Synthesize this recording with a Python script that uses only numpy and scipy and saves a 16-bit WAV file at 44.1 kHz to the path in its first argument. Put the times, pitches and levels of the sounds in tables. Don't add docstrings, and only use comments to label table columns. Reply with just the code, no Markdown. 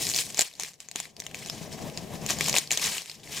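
import sys
import numpy as np
from scipy import signal
from scipy.fft import rfft, irfft
from scipy.io import wavfile
from scipy.ndimage import uniform_filter1d

SR = 44100
rng = np.random.default_rng(int(sys.argv[2]) if len(sys.argv) > 2 else 0)


def makeup_ratio(level_db):
    decades = np.asarray(level_db, float) / 20
    return 10 ** decades


def generate_wav(signal):
    frames = np.transpose(np.atleast_2d(signal))
    scaled = np.clip(frames, -1, 1) * 32767
    pcm = np.round(scaled).astype(np.int16)
    wavfile.write(sys.argv[1], SR, pcm)


N = 149940

# (time [s], level [dB])
SLIDE_LEVEL = [(0, -40), (.18, -47.5), (.3, -50.5), (.42, -55), (.5, -64), (.63, -59), (.78, -66.5),
               (.98, -58), (1.15, -58), (1.35, -48), (1.7, -43), (1.86, -36), (1.93, -41), (2.2, -40),
               (2.5, -42), (2.575, -39), (2.61, -53), (2.87, -46), (3.1, -61.5), (3.4, -44.5)]


def evened(x):
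    return x / np.sqrt(np.mean(x ** 2) + 1e-20)


def read(points, hz):
    f, value = np.transpose(points)
    return np.interp(np.log(hz + 1), np.log(f + 1), value)


def curve(rows):
    s, db = np.transpose(rows)
    return makeup_ratio(np.interp(np.arange(N) / SR, s, db))


def coloured(x, points):
    log_gain = np.log(makeup_ratio(read(points, abs(np.fft.fftfreq(4096, 1 / SR)))))
    min_phase = -signal.hilbert(log_gain).imag
    taps = np.fft.ifft(np.exp(log_gain + 1j * min_phase)).real[:2048]
    return signal.oaconvolve(x, taps)[:len(x)]


def slow(seconds):
    width = int(seconds * SR)
    once = uniform_filter1d(rng.standard_normal(N), width)
    return evened(uniform_filter1d(once, width))


def filtered(x, order, hz, kind="low"):
    return signal.lfilter(*signal.butter(order, hz, kind, fs=SR), x)


def swelling(t, rise_s):
    return t / rise_s * np.exp(1 - t / rise_s)


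def hush():
    # (frequency [Hz], level [dB])
    hush_spectrum = [(30, -15), (233, -20), (1430, -33), (7470, -30), (16000, -36)]
    noise = rng.standard_normal((2, N))
    return makeup_ratio(-74) * np.array([evened(coloured(port, hush_spectrum)) for port in noise])


def room(x):
    # (frequency [Hz], T60 [s])
    room_t60 = [(200, 0.026), (5000, 0.054), (15000, 0.047)]
    taps = np.zeros((2, SR // 2))
    jitter = rng.integers(0, 20, (2, (SR // 2 - 81) // 20))
    at = np.arange(80, SR // 2 - 20, 20) + jitter
    np.put_along_axis(taps, at, rng.choice([-1., 1.], at.shape), 1)
    hz, t, z = signal.stft(taps, SR, nperseg=256)
    decay = makeup_ratio(-60 * t / read(room_t60, hz)[:, None])
    tail = signal.istft(z * decay, SR, nperseg=256)[1]
    return signal.fftconvolve(x[None], tail / np.linalg.norm(tail[0]), axes=1)[:, :N]


def rumble():
    # (frequency [Hz], level [dB])
    cover_spectrum = [(25, -11.5), (109, -2), (180, -3), (362, -3), (682, -4.5), (1330, -20), (2500, -19.5),
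                      (16000, -28)]
    # (frequency [Hz], width [Hz], level [dB])
    boards = [
        (155, 30.5, -0.5),
        (213, 10.4, -10.5),
    ]
    rub = rng.standard_normal(N) * makeup_ratio(2.25 * slow(0.019))
    body = evened(coloured(rub, cover_spectrum))
    for hz, width_hz, db in boards:
        b, a = signal.iirpeak(hz, hz / width_hz, SR)
        mode = evened(signal.lfilter(b, a, rub))
        body = body + makeup_ratio(db - 2) * mode * makeup_ratio(1.2 * slow(.04))
    return evened(body) * curve(SLIDE_LEVEL)


def slaps():
    # (time [s], peak [dB], swell [s])
    slap_events = [(0.39, -20.5, 0.0018), (0.408, -32, 0.0018), (0.595, -31, 0.0022),
                   (0.956, -30.5, 0.0027), (2.3, -20.5, 0.0012), (2.304, -26.5, 0.0058),
                   (2.481, -19.5, 0.00094), (2.541, -22, 0.0048), (2.565, -19, 0.0011),
                   (2.707, -34, 0.0036)]
    out, t = np.zeros(N + 2000), np.arange(2000) / SR
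    for s, db, swell_s in slap_events:
        body = filtered(rng.standard_normal(2000), 2, (407, 1080), 'band')
        body = body * swelling(t, swell_s)
        out[round(s * SR):][:2000] += makeup_ratio(db - 3.5) * body / abs(body).max()
    return out[:N]


def fibre_grains():
    grains_per_s, spread_db = 5000, 3.0
    size = makeup_ratio(spread_db * np.minimum(rng.exponential(1, N), 4))
    size = size * (rng.random(N) < grains_per_s / SR)
    kind, t, out = rng.integers(0, 16, N), np.arange(100) / SR, np.zeros(N)
    for k, hz in enumerate(np.geomspace(300, 15000, 16)):
        grain = np.sin(2 * np.pi * hz * t) * np.exp(-t * hz / 2.0)
        grain = grain / np.linalg.norm(grain) * np.sqrt(hz / 5000)
        out += signal.oaconvolve(size * (kind == k), grain)[:N]
    return evened(out)


def patchy_hiss():
    z = signal.stft(rng.standard_normal(N), nperseg=256)[2]
    patches = uniform_filter1d(rng.standard_normal(z.shape), 10, 0)
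    patches = evened(uniform_filter1d(patches, 8, 1))
    return evened(signal.istft(z * makeup_ratio(2.1 * patches), nperseg=256)[1][:N])


def crackle():
    # (time [s], level [dB])
    strokes = [
        [(0, -31), (.075, -33), (.1, -29), (.13, -33), (.195, -28), (.27, -43), (.365, -43)],
        [(.375, -34), (.4, -29), (.425, -33), (.52, -56), (.59, -54), (.605, -40), (.68, -44), (.79, -70)],
        [(.81, -56), (.87, -60), (.955, -55), (.965, -42), (1.05, -47), (1.155, -70)],
        [(1.175, -56), (1.27, -49), (1.335, -53), (1.36, -41), (1.5, -45), (1.64, -43), (1.69, -53)],
        [(1.715, -43), (1.8, -43), (1.85, -48), (1.88, -45), (1.92, -49), (1.97, -41), (2.03, -49),
         (2.125, -50)],
        [(2.15, -44), (2.18, -49), (2.23, -43), (2.283, -38), (2.306, -22), (2.318, -30), (2.335, -36),
         (2.38, -40), (2.42, -32), (2.45, -35)],
        [(2.48, -27), (2.52, -35), (2.572, -27), (2.6, -37), (2.7, -52)],
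        [(2.71, -31), (2.765, -37), (2.78, -30), (2.81, -36), (2.82, -27), (2.86, -24.5), (2.888, -27),
         (2.905, -33), (2.92, -30), (2.99, -35), (3.04, -46)],
        [(3.14, -48), (3.228, -61), (3.236, -49), (3.32, -41), (3.4, -33)],
    ]
    # (frequency [Hz], level [dB])
    paper_spectrum = [(100, -21), (480, -10.5), (1450, -4), (2300, 1.5), (6150, 0.5), (8000, 0),
                      (10500, -6.5), (16000, -13.5)]
    tearing_db, smooth_db, clump_db = -2, -2, 2.2
    thin, thin_until_s, thin_hz = .6, .33, 6000

    pull = curve([row for stroke in strokes for row in stroke])
    hard = pull ** 2 / (pull ** 2 + (makeup_ratio(tearing_db) * curve(SLIDE_LEVEL)) ** 2)
    grains = (0.42 + 0.29 * hard) * fibre_grains()
    mix = (grains + makeup_ratio(smooth_db) * patchy_hiss()) * makeup_ratio(clump_db * slow(0.014))
    mix = evened(coloured(mix, paper_spectrum)) / (1 + 0.073 * hard)

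    dull = .6 * filtered(mix, 2, [4300, 7700], 'band') + .45 * filtered(mix, 2, 8000) + .1 * mix
    thinned = (1 - thin) * mix + 2 * thin * filtered(mix, 1, thin_hz, 'high')
    bright = np.where(np.arange(N) < thin_until_s * SR, thinned, mix)
    return (hard * bright + (1 - hard) * dull) * pull


def snaps():
    # (time [s], peak
    # [dB], ring [Hz])
    creases = [(0.0531, -17, 4910), (0.0689, -13, 4260), (0.0903, -14, 6460), (0.099, -14, 6850),
               (0.1155, -16, 6330), (0.138, -14, 4480), (0.1464, -13, 4610), (0.1622, -9, 5990),
               (0.1777, -12, 5210), (0.1881, -10, 4570), (0.1955, -14, 6370), (0.3027, -21, 7920),
               (0.3457, -17, 6500), (0.3725, -16, 6680), (0.3794, -14, 5500), (0.3885, -15, 6800),
               (0.3929, -1, 7240), (0.4099, -3, 7060), (0.4169, -6, 7110), (0.4215, -9, 7020),
               (0.5982, -12, 6400), (0.6348, -12, 6030), (0.6482, -27, 2330), (0.8035, -24, 7840),
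               (0.887, -25, 6420), (0.9141, -21, 7490),
               (0.9591, -10, 7150), (0.9881, -32, 2280), (1.0018, -12, 6890), (1.0548, -28, 2200),
                (1.1666, -29, 4870), (1.2019, -17, 6370), (1.2214, -29, 2110), (1.2659, -19, 3000),
                (1.3134, -31, 2670), (1.3458, -18, 2410), (1.3537, -26, 6760), (1.4257, -31, 2150),
                (1.4611, -22, 6120), (1.487, -24, 3230), (1.4989, -13, 5250), (1.7907, -31, 1510),
                (1.8992, -30, 2580), (1.975, -18, 5000), (2.1382, -31, 7410), (2.2635, -11, 6630),
                (2.2995, -16, 4570), (2.306, -8, 6330), (2.3872, -16, 6850), (2.4093, -7, 2200),
               (2.3975, -20, 7000), (2.4435, -15, 7900), (2.462, -15, 5120), (2.4849, -9, 7360),
                   (2.4962, -4, 6680), (2.5287, -10, 5170), (2.5419, -10, 2330), (2.5535, -9, 7840),
                   (2.5649, -6, 2670), (2.5719, -6, 6120), (2.5844, -3, 6850), (2.6747, -24, 4780),
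                   (2.7085, -11, 2450), (2.7161, -5, 6590), (2.724, -8, 7280), (2.7313, -13, 6330),
                   (2.7744, -7, 6300), (2.7966, -17, 2370), (2.8418, -11, 6240), (2.9817, -17, 2930),
                   (3.0197, -22, 5640), (3.0593, -26, 2760), (3.0978, -21, 4690), (3.1152, -25, 4100),
                   (3.2338, -34, 3570),
               (0.0084, -22, 8010), (0.1081, -17, 7360), (0.1564, -16, 6370), (0.2106, -20, 8050),
             (0.214, -25, 7410), (0.237, -25, 5770), (0.2673, -26, 6120), (0.2906, -29, 7920),
             (0.3069, -25, 6930), (0.3239, -31, 6630), (0.4488, -25, 7970), (0.4636, -29, 6850),
             (0.4774, -32, 4390), (0.4976, -36, 5940), (0.5134, -36, 2500), (0.5288, -39, 4350),
             (0.5384, -33, 3750), (0.5533, -34, 4690), (0.5686, -39, 5770), (0.5855, -41, 5170),
             (0.608, -23, 6070), (0.6118, -22, 6240), (0.6237, -20, 6330), (0.6622, -27, 7840),
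             (0.6852, -29, 6370), (0.6905, -30, 6330), (0.7176, -40, 6760), (0.7348, -36, 6370),
             (0.7407, -35, 6330), (0.7811, -52, 7280), (0.789, -51, 7540), (1.1962, -32, 6630),
             (1.2388, -34, 4610), (1.2551, -37, 7320), (1.3705, -32, 5990), (1.4493, -29, 5000),
             (1.4744, -28, 6850), (1.5029, -26, 3880), (1.5489, -33, 6030), (1.7134, -35, 6850),
             (1.7196, -34, 5680), (2.1549, -37, 2500), (2.2888, -22, 6980), (2.3115, -16, 6800),
             (2.4583, -21, 2280), (2.4725, -16, 6500), (2.7072, -13, 7240), (2.749, -18, 5860),
             (2.7768, -17, 2970), (2.8205, -18, 7920), (2.8608, -16, 5250), (2.8694, -14, 6200),
             (2.8902, -18, 5000), (2.8978, -21, 6120), (2.95, -23, 10640), (3.066, -31, 8740),
             (3.1527, -35, 5340), (3.1984, -41, 3060), (3.2023, -39, 4780), (3.275, -33, 2200)]
    # (frequency [Hz], level [dB])
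    snap_spectrum = [(100, -35), (700, -11), (1420, -8.5), (2690, -3.5), (5770, -1), (7140, 3),
                     (9600, -5.5), (16000, -9)]
    burst_s, ring_t60_s, ring_db = .0003, 0.0093, 0
    thump_hz, thump_t60_s, thump_db = 495, 0.019, -24
    after_t60_s, after_db = 0.014, -16.5

    out, t = np.zeros(N + 4000), np.arange(4000) / SR
    click = coloured(1. * (t == 0), snap_spectrum)[:300]
    for s, db, hz in creases:
        noise, u = rng.standard_normal(4000), rng.random(2)
        rise_s = burst_s * (6500 / hz) ** .7
        swell = swelling(t, rise_s)
        burst = np.convolve(noise * swell, click)[:4000]
        burst = filtered(burst, 1, min(0.95 * hz, 18000))
        ring = swell * makeup_ratio(-60 * t / ring_t60_s) * np.sin(2 * np.pi * hz * t)
        crack = burst / abs(burst).max() + makeup_ratio(ring_db) * ring / abs(ring).max()
        thump = np.sin(2 * np.pi * thump_hz * (.5 + u[0]) * t)
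        thump = makeup_ratio(thump_db - 60 * t / thump_t60_s) * thump
        rustle = evened(np.convolve(noise[::-1], click[:60])[:4000])
        rustle = makeup_ratio(after_db - 60 * t / after_t60_s) * rustle
        at = round((s - rise_s) * SR)
        out[at:at + 4000] += makeup_ratio(db - 1.5) * (crack / abs(crack).max() + thump + rustle)
    return out[:N]


def scattered(x):
    scatter = rfft(rng.standard_normal(900) * np.exp(-np.arange(900) / 400), 2048)
    taps = np.roll(irfft(scatter / abs(scatter)), 1024)
    return signal.oaconvolve(x, taps, "same")


def scene():
    apart, room_db = 0.27, -10.5
    sheet, rub = crackle(), rumble()
    paper = snaps() + slaps() + sheet
    near = paper + rub
    unalike = apart * (scattered(paper) + rumble()) * [[1], [-1]]
    background = hush()
    return near + unalike + makeup_ratio(room_db) * room(near) + background


def low_pass(x):
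    return signal.sosfilt(signal.butter(12, 16300, fs=SR, output="sos"), x)


def record(dry):
    # (frequency [Hz], difference [dB])
    port_lean = [(60, 2.5), (950, 6), (3770, 2.5), (15000, 0)]
    notch_hz, notch_width_hz, notch_depth = 1401, 193, 0.51
    hz = np.fft.rfftfreq(N, 1 / SR)
    body = 1 - notch_depth * np.exp(-((hz - notch_hz) / notch_width_hz) ** 2)
    body = body / (1 + (hz / 15750) ** 80)
    lean = makeup_ratio(np.outer([.5, -.5], read(port_lean, hz)))
    delay = np.exp(1j * np.outer([.5, -.5], -.6 * (hz / 12700) ** 2))
    return low_pass(irfft(rfft(dry) * body * lean * delay, N))


dry = scene()
out = record(dry)
generate_wav(out)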